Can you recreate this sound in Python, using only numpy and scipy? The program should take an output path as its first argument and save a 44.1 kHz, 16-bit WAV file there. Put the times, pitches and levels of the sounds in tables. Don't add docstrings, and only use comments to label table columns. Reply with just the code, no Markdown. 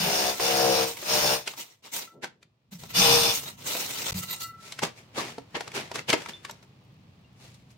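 import sys
import numpy as np
from scipy import signal
from scipy.fft import rfft, irfft, next_fast_len
from scipy.io import wavfile
from scipy.ndimage import uniform_filter1d

SR = 44100
rng = np.random.default_rng(int(sys.argv[2]) if len(sys.argv) > 2 else 0)


def store_wav(level_fs):
    pcm = np.round(np.clip(np.atleast_2d(level_fs), -1, 1) * 32767)
    wavfile.write(sys.argv[1], SR, pcm.T.astype(np.int16))


N = 342657
TIME = np.arange(N) / SR
CUTOFF_HZ = 15900
GRIT_SWING_DB, GRIT_SHIFTS_PER_S = 3.5, 45

# start, length and bite time in seconds,
# thud and grinding levels in dB, blows per second, and the sag of that rate per second.
PUSHES = [(-0.04, 0.34, 0.058, -32.5, -27, 69.5, 13.14), (0.385, 0.45, 0.033, -26.5, -26.5, 66.9, 1.79),
          (1.012, 0.33, 0.14, -30.5, -24.5, 67.2, 6), (2.929, 0.38, 0.053, -24, -21, 67.3, 1.82)]
# centre and half length in seconds, dip of the thud in dB.
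SLIPS = [(1.213, 0.017, -11), (2.977, 0.033, -9.5), (3.22, 0.021, -4.5)]
def drilling():
    blows = blow_count()
    slip_db = sum(db * np.exp(-np.minimum(((TIME - s) / half) ** 2, 20)) for s, half, db in SLIPS)
    thuds = amp(1 + slip_db) * wall_thuds(blows)
    teeth = amp(0.088 * slip_db) * grinding(blows) * amp([[.5], [-.5]])
    return thuds + teeth


def blow_count():
    speed = []
    for start, length, *_, rate, sag in PUSHES:
        speed += [(start, rate), (start + length, rate - sag * length)]
    return np.cumsum(curve(speed) * (1 + .007 * drift(35))) / SR


def contact_force(push, arch_db, fall_db_per_s, yield_db_per_s, break_s=3.122):
    start, length, bite = push[:3]
    off_centre = np.clip(2 * (TIME - start) / length - 1, -1, 1)
    resistance = amp(-yield_db_per_s * np.maximum(TIME - break_s, 0))
    return stroke(start, length, bite, fall_db_per_s) * amp(-arch_db * off_centre ** 2) * resistance


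def thud_gain(push, build_db=8.5):
    start, length, _, thud_db = push[:4]
    dug_in = np.clip((TIME - start) / length, 0, 1) - .5
    force = contact_force(push, arch_db=5.5, fall_db_per_s=257, yield_db_per_s=42)
    return amp(thud_db + build_db * dug_in) * force


def grind_gain(push):
    return amp(push[4]) * contact_force(push, arch_db=0.5, fall_db_per_s=243.5, yield_db_per_s=26.5)


WALL_RATE_HZ = 67.1
# level in dB at 1, 2, 3, .. times the nominal blow rate.
WALL_FIRST_DB = [-33.5, -20, -2, -9, -5, 1.5, -1, -1, 1.5, 0, 7.5, -10, -4]
WALL_SECOND_DB = [-41, -13.5, -10.5, -23, -5.5, -13.5, 3.5, -2, -6, -9, 0, -13, -14, -14]
WALL_THIRD_DB = [-38, -4.5, -7, -19, -5.5, -6.5, 2, -6, 3.5, -4.5, -2, -7, -8.5]
WALL_THIN_DB = [-27.5, -8, -9, -12, -12.5, -15, 8.5, -12.5, -7, -6.5, -15, -1, -15.5, -7]
def wall_thuds(blows, rattle_gain=0.36):
    thuds = 0
    for push, wall in zip(PUSHES, [WALL_FIRST_DB, WALL_SECOND_DB, WALL_THIRD_DB, WALL_THIN_DB]):
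        clicks = rms_one(np.diff(np.floor(blows), prepend=0) * amp(1.4 * drift(50)))
        rattle = rms_one(np.exp(-(blows % 1) / 0.74) * rng.standard_normal(N))
        harmonics = [(k * WALL_RATE_HZ, db) for k, db in enumerate(wall, 1)]
        thud = colour(clicks + rattle_gain * rattle, harmonics + [(1500, -21.5), (3000, -48.5)])[0]
        thuds += thud_gain(push) * bending_waves(thud)
    return restless(thuds, WALL_RATE_HZ * np.arange(5, 15), swing_db=2.5, per_s=11)


def bending_waves(thud, delay_at_blow_rate_s=.1, spread=0.77):
    size = 2 * next_fast_len(N // 2 + 1)
    hz = np.fft.rfftfreq(size, 1 / SR)
    lag_cycles = 2 * delay_at_blow_rate_s * np.sqrt(hz * WALL_RATE_HZ)
    waves = rfft(thud, size) * np.exp(-2j * np.pi * lag_cycles)
    side = irfft(waves * np.exp(1j * np.pi / 3.4) * hz ** 2 / (hz ** 2 + 220 ** 2))[:N]
    return irfft(waves)[:N] + spread * side * [[1], [-1]]


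# frequency in Hz, level in dB.
GRIND_DEEP = [(530, -17), (900, -2), (1130, -9.5), (1720, -7), (1890, -9.5), (2550, -6), (3400, -10.5),
              (5240, -3), (7510, -17.5), (8680, -11.5), (10600, -20), (14200, -12.5), (15800, -24)]
GRIND_THROUGH = [(530, -13.5), (900, -7), (2200, -13.5), (2490, -5), (3290, -11.5), (3530, -6), (4080, -7),
                 (5370, -3), (7420, -23.5), (8370, -15), (10600, -20.5), (14000, -11.5), (15800, -28.5)]
def grinding(blows):
    deep = crushed_grit(blows, GRIND_DEEP, pulsing=0.049, tube_db=-12) * sum(map(grind_gain, PUSHES[:-1]))
    through = crushed_grit(blows, GRIND_THROUGH, pulsing=0.055, tube_db=-4.5) * grind_gain(PUSHES[-1])
    teeth = amp(0.5) * deep + amp(1) * through
    return restless(teeth, np.geomspace(1500, 6500, 10), swing_db=1.9, per_s=28)


# frequency and bandwidth in Hz, level in dB.
GRIPPED_MODES = [(2900, 210, -8), (3533, 70, 0.5), (5180, 70, -6), (5510, 110, -4), (5930, 200, -10),
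                 (8600, 130, -13)]
def crushed_grit(blows, spectrum, pulsing, tube_db):
    grit = grains(14000, 0.61, 500) * (1 + pulsing * np.cos(2 * np.pi * blows)) * amp(0.27 * drift(90))
    singing = sum(amp(db + 3.5 * drift(25)) * resonate(grit, hz, width) for hz, width, db in GRIPPED_MODES)
    return steel(colour(grit, spectrum)) + amp(tube_db) * rms_one(singing)


def steel(x, t60=0.025, share=0.35, size=3000):
    modes = rng.standard_normal((1, size)) * amp(-60 * np.arange(size) / SR / t60)
    upper = signal.sosfiltfilt(signal.butter(2, 4500, "high", fs=SR, output="sos"), x)
    ringing = signal.oaconvolve(upper, modes / np.linalg.norm(modes), axes=1)[:, :N]
    return x + (np.sqrt(1 - share) - 1) * upper + np.sqrt(share) * ringing


# start and length in seconds, level in dB.
HUMS = [(-0.02, 0.086, -35), (2.714, 0.019, -39), (2.959, 0.038, -31), (4.134, 0.03, -33.5)]
def motor(hum_hz=174, width_hz=22):
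    hum = resonate(resonate(rng.standard_normal(N), hum_hz, width_hz), hum_hz, width_hz)
    even = hum / np.sqrt(uniform_filter1d(hum ** 2, size=1500) + 1e-20)
    return even * sum(amp(db) * stroke(s, length, 0.026, fall_db_per_s=188.5) for s, length, db in HUMS)


# frequency in Hz, level in dB.
SLIDE_SPECTRUM = [(88, -32.5), (150, -9), (480, -7), (1360, -12), (1780, -14), (2000, -8), (5520, -10.5),
                  (8470, -16.5), (10400, -25), (11600, -19), (14000, -17), (15800, -20)]
# start and length in seconds, level in dB,
# relative hiss of the steel edge in dB.
STROKES = [(0.3, 0.09, -39, 3.5), (0.847, 0.064, -35, 2.5), (0.948, 0.17, -41, 1.5), (1.448, 0.063, -43, 1),
           (1.556, 0.05, -39, 4.5), (1.627, 0.11, -57.5, -6), (1.818, 0.053, -46, -11),
           (1.91, 0.078, -36.5, 8.5), (1.989, 0.043, -40, -15), (2.706, 0.024, -46.5, 5.5),
           (2.772, 0.095, -51, 4), (2.881, 0.027, -40, -2), (3.307, 0.071, -35, 12),
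           (3.395, 0.095, -40, -0.5), (3.564, 0.19, -46, -2), (3.646, 0.17, -33, 4.5),
           (3.818, 0.28, -35.5, 2.5), (4.051, 0.052, -30.5, -6), (4.133, 0.058, -41, 9),
           (4.208, 0.026, -36, 6.5), (4.267, 0.069, -33.5, -6), (4.39, 0.015, -32.5, 8.5)]
def sliding(edge_hz=8300, bore_hz=929):
    dust = grains(12000, 1.7, 400) * amp(1.4 * drift(110))
    scrape = steel(colour(dust, SLIDE_SPECTRUM))
    scrape = restless(scrape, np.geomspace(600, 9000, 18), GRIT_SWING_DB, GRIT_SHIFTS_PER_S)
    powers = [(amp(db) * stroke(s, length, 0.034, fall_db_per_s=282)) ** 2 for s, length, db, _ in STROKES]
    hiss_gain = np.sqrt(sum(power * amp(edge_db) ** 2 for power, (*_, edge_db) in zip(powers, STROKES)))
    in_hole = band(scrape, edge_hz, "low") + amp(-18) * rms_one(resonate(dust, bore_hz, width_hz=25))
    freed = np.interp(TIME, [4.15, 4.25], [0, 1])
    rub = amp(-5 * freed) * in_hole + amp(-10 + 10 * freed) * tube_singing()
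    return np.sqrt(sum(powers)) * rub - hiss_gain * band(scrape, edge_hz, "high")


# frequency in Hz, level in dB, time to decay by 60 dB in seconds.
TUBE_MODES = [(1331, -3.5, 0.97), (1990, -9, 0.48), (2810, -8.5, 0.2), (3815, -6, 0.16), (4080, -6, 0.11),
              (4320, -6.5, 0.25), (4690, -7.5, 0.17), (5300, -14, 0.09), (6900, -11, 0.14),
              (8400, -7.5, 0.12), (11750, -9, 0.1), (13370, -6, .06)]
def tube_singing(loss_factor=0.0069):
    chatter = grains(350, 1.1, 400)
    modes = (resonate(chatter * amp(db + 4.5 * drift(22)), hz, loss_factor * hz) * np.sqrt(1000 / hz)
             for hz, db, _ in TUBE_MODES)
    return rms_one(sum(modes))


# start in seconds, level in dB, low-pass corner in Hz,
# damping by the wall in dB per second, contact time in seconds.
KNOCKS = [(2.073, -35.5, 800, 110, 0.0044), (3.79, -36, 14300, 500, 0.013), (4.285, -41, 7000, 110, 0.015),
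          (4.407, -33, 7000, 13.5, 0.022)]
def rim_knocks(beat_hz=21):
    ring = sum(amp(db) * (struck(0, hz, t60) + [[.7], [.4]] * struck(0, hz + beat_hz, t60))
               for hz, db, t60 in TUBE_MODES)
    out = np.zeros((2, N))
    for s, db, top_hz, damping, contact_s in KNOCKS:
        damped = ring * np.minimum(TIME / contact_s, 1) * amp(-damping * np.minimum(TIME, 1))
        start = int(s * SR)
        out[:, start:] += amp(db) * band(damped, top_hz, "low")[:, :N - start]
    return out


# peak in seconds, level in dB, rise in seconds, relative dust hiss in dB.
SCUFFS = [(2.24, -34, 0.012, 1), (4.68, -54.5, 0.069, 17.5), (4.837, -23.5, 0.012, 5),
          (4.986, -52.5, 0.021, 10), (5.194, -29, 0.03, 4), (5.297, -49, 0.035, 8.5),
          (5.556, -26, 0.008, -22), (5.62, -49, 0.075, 5.5), (5.761, -34, 0.015, 9),
          (5.795, -40, 0.04, 3.5), (5.953, -40.5, 0.0098, 14.5), (5.992, -37, 0.012, 4),
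          (6.099, -27, 0.013, 8), (6.136, -19.5, 0.006, -10), (6.2, -43.5, 0.073, 5),
          (6.294, -41, 0.0069, 10), (6.504, -56, 0.036, 9), (6.632, -56, 0.006, 8.5),
          (7.45, -57, 0.06, 12.5), (7.546, -67, 0.0032, 24), (7.71, -67, 0.013, 18.5)]
# frequency in Hz, level in dB.
SCUFF_SPECTRUM = [(76, -70.5), (130, 0.5), (434, 5), (731, 0.5), (912, 1.5), (1200, -4), (2210, -2),
                  (3170, -7.5), (6400, -16), (15800, -32.5)]
# peak in seconds, level in dB, rise and fall in seconds.
SHUFFLES = [(2.18, -53, 0.047, 0.097)]
def steps(dust_hz=5500, shuffle_hz=656):
    grit = colour(grains(9000, 0.8, 890) * amp(0.8 * drift(220)), SCUFF_SPECTRUM)
    grit = restless(grit, np.geomspace(400, 4000, 10), GRIT_SWING_DB, GRIT_SHIFTS_PER_S)
    swells = scuff_gains()
    dust_gain = sum(gain * amp(dust_db) for gain, (*_, dust_db) in zip(swells, SCUFFS))
    dull_grit = rms_one(band(band(grit, shuffle_hz, "low"), shuffle_hz, "low"))
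    shuffle = sum(swell(*row) for row in SHUFFLES) * dull_grit
    return sum(swells) * band(grit, dust_hz, "low") - dust_gain * band(grit, dust_hz, "high") + shuffle


def scuff_gains(fall_per_rise=1.47):
    return [swell(s, db, rise, fall_per_rise * rise) for s, db, rise, _ in SCUFFS]


# peak
# in seconds, crack and knock levels in dB, pitch in Hz.
CHIPS = [(0.399, -27, -22, 710), (1.029, -36, -31.5, 584), (1.4777, -22.5, -28, 2520),
         (1.538, -39.5, -49, 950), (1.966, -27.5, -30, 11500), (2.2448, -32.5, -26.5, 1560),
         (2.43, -50.5, -50, 2400), (2.837, -38, -40, 645), (3.752, -36, -28.5, 510),
         (4.724, -33, -33, 3900), (4.792, -29, -34, 1890), (4.833, -26.5, -21, 608),
         (5.283, -45, -35, 1920), (5.384, -39.5, -27.5, 454), (5.569, -32.5, -28, 452),
         (5.609, -29, -27.5, 716), (5.679, -33, -43, 440), (5.719, -42, -42, 2200), (5.917, -33, -31, 650),
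         (5.9587, -24, -30, 475), (5.993, -40, -29, 2080), (6.1032, -18, -20, 2320),
         (6.1313, -19.5, -13.5, 2104), (6.139, -23, -15.5, 482), (6.221, -39, -41, 2400),
         (6.262, -37.5, -31.5, 1320), (6.4509, -32.5, -34.5, 1626), (6.4975, -37, -32, 910),
         (6.512, -43, -35, 5800)]
def chips(rise_s=0.0023, fall_s=0.0039, lead_in_s=0.0086, trail_s=0.012, size=6000):
    lead = size // 4
    age = (np.arange(size) - lead) / SR
    rise = np.exp(-np.minimum((np.minimum(age, 0) / rise_s) ** 2, 20))
    snap = rise * np.exp(-np.maximum(age, 0) / fall_s)
    skirt = amp(-9.5) * np.exp(-np.where(age < 0, -age / lead_in_s, age / trail_s))
    out = np.zeros((2, N + size))
    for s, crack_db, knock_db, hz in CHIPS:
        noise = rng.standard_normal((3, size))
        top_hz = 5500 * (hz / 1000) ** .15
        burst = rms_one(band(band(noise[2] + noise[:2], top_hz, "low"), 280, "high"))
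        burst = rms_one(burst + amp(-6) * rms_one(resonate(burst, hz, hz / 2)))
        crack = amp(crack_db) * burst * np.hypot(snap, skirt)
        start = int(s * SR) - lead
        out[:, start:start + size] += crack + amp(knock_db) * rise * chip_modes(age, hz)
    return amp(-1) * out[:, :N]


def chip_modes(age, hz, ring_s=0.0025, ring_cycles=2.7):
    modes = 0
    for ratio in np.array([1, .62, 1.4, 2, 2.9]) * np.r_[1, rng.uniform(.88, 1.12, 4)]:
        mode_hz = hz * ratio
        cycles = mode_hz * age + rng.random() + .1 * rng.standard_normal((2, 1))
        decay = np.exp(-np.maximum(age, 0) / (ring_s + ring_cycles / mode_hz))
        modes += np.sin(2 * np.pi * cycles) * min(ratio, 1 / ratio) * decay * (mode_hz < CUTOFF_HZ)
    return modes / np.sqrt(2)


# start in seconds, level in dB, pitch in Hz.
SHARDS = [(6.335, -38, 3530), (7.245, -60.5, 2783)]
def shards():
    return sum(amp(db) * struck(s, hz, t60=0.17) for s, db, hz in SHARDS)


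def room(x, t60=0.22, top_hz=6000, size=20000):
    age = np.arange(size) / SR
    tail = band(rng.standard_normal((2, size)), top_hz, "low") * amp(-60 * age / t60) * (age > .004)
    return signal.oaconvolve(x, tail / np.sqrt(np.sum(tail ** 2) / 2), axes=1)[:, :N]


# frequency in Hz, level in dB.
BUFFET_SPECTRUM = [(12, -56.5), (20, -36), (124, 0), (211, -9), (290, -18), (450, -61.5)]
# time in seconds, level in dB.
DRAUGHT = [(1.35, -61), (1.65, -75.5), (2.66, -72), (2.8, -52.5), (5.0, -59), (7.77, -56.5)]
# peak in seconds, level in dB, rise and fall in seconds.
PUFFS = [(4.135, -34.5, 0.028, 0.047)]
def buffeting(puff_hz=85):
    rumble = colour(grains(8000, 0.84, 400), BUFFET_SPECTRUM) * amp(0.88 * drift(25))
    puffs = sum(swell(*row) for row in PUFFS) * rms_one(band(rumble, puff_hz, "low"))
    shaking = amp(-24) * sum(map(thud_gain, PUSHES)) + amp(-25) * sum(scuff_gains())
    return (amp(2 + curve(DRAUGHT)) + shaking) * rumble + puffs


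# time in seconds, level in dB.
AMBIENCE = [(2.6, -77.5), (5.0, -60.5), (7.77, -65.5)]
# frequency in Hz, level in dB.
AMBIENCE_SPECTRUM = [(150, -28), (250, 6), (1230, -4.5), (1470, -10.5), (2560, -7), (4450, -11.5),
                     (10600, -30), (15800, -28)]
def ambience():
    wash = colour(grains(17000, 1.1, 660), AMBIENCE_SPECTRUM)
    ticks = 0.064 * band(grains(40, 2, 900), 2500, "high")
    return amp(1 + curve(AMBIENCE)) * (wash + ticks)


def grains(per_s, spread_db, alike_hz):
    sizes = (rng.random(N) < per_s / SR) * amp(spread_db * np.minimum(rng.exponential(1, N), 4))
    mid, side = rms_one(sizes * rng.standard_normal((2, N)))
    return mid + band(side, alike_hz, "high") * [[1], [-1]]


def struck(s, hz, t60):
    age = np.clip(TIME - s, 0, 2 * t60)
    return np.sin(2 * np.pi * hz * age) * amp(-60 * age / t60) * (age < 2 * t60)


def stroke(start, length, attack_s, fall_db_per_s):
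    rise = np.clip((TIME - start) / attack_s, 0, 1)
    fall_db = np.minimum(fall_db_per_s * np.maximum(TIME - start - length, 0), 200)
    return rise ** 2 * (3 - 2 * rise) * amp(-fall_db)


def swell(s, db, rise, fall):
    exponent = np.where(TIME < s, ((TIME - s) / rise) ** 2, (TIME - s) / fall)
    return amp(db) * np.exp(-np.minimum(exponent, 20))


def restless(x, centres, swing_db, per_s):
    out, knots = x, np.arange(int(N / SR * per_s) + 2)
    for hz, spacing in zip(centres, np.gradient(centres)):
        gain = rms_one(amp(swing_db * rng.standard_normal(len(knots))))
        out = out + (np.interp(TIME * per_s, knots, gain) - 1) * resonate(x, hz, spacing / 2)
    return out


def colour(x, spectrum, size=4096):
    hz, db = np.transpose(spectrum)
    grid = np.maximum(np.fft.rfftfreq(size, 1 / SR), 1)
    cepstrum = irfft(np.log(amp(np.interp(np.log(grid), np.log(hz), db))))
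    cepstrum[1:size // 2] *= 2
    cepstrum[size // 2 + 1:] = 0
    impulse_response = irfft(np.exp(rfft(cepstrum)))
    return rms_one(signal.oaconvolve(np.atleast_2d(x), impulse_response[None], axes=1)[:, :N])


def resonate(x, hz, width_hz):
    r = np.exp(-np.pi * width_hz / SR)
    feedback = [1, -2 * r * np.cos(2 * np.pi * hz / SR), r * r]
    return signal.lfilter(np.array([1, 0, -1]) * (1 - r * r) / 2, feedback, x)


def band(x, hz, kind):
    return signal.sosfilt(signal.butter(2, min(hz, SR / 2 - 1), kind, fs=SR, output="sos"), x + 1e-18)


def drift(per_s):
    knots = rng.standard_normal(int(N / SR * per_s) + 2)
    return rms_one(np.interp(TIME * per_s, np.arange(len(knots)), knots))


def curve(rows):
    return np.interp(TIME, *np.transpose(rows))


def amp(db):
    return 10 ** (np.asarray(db) / 20)


def rms_one(x):
    return x / np.sqrt(np.mean(x ** 2) + 1e-20)


def scene():
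    rubble = (steps() + chips() + shards()) * amp([[.5], [-.5]])
    tool = drilling() + motor() + sliding() + rim_knocks()
    return tool + rubble + amp(-16) * room(rubble) + buffeting() + ambience()


GAPS = [(4.11, 4.120), (4.132, 4.142)]
def record(dry):
    muted = sum((TIME > start) & (TIME < end) for start, end in GAPS)
    gate = 1 - .95 * uniform_filter1d(muted * 1.0, size=40)
    return signal.sosfilt(signal.ellip(10, .1, 80, CUTOFF_HZ, fs=SR, output="sos"), dry * gate)


dry = scene()
out = record(dry)
store_wav(out)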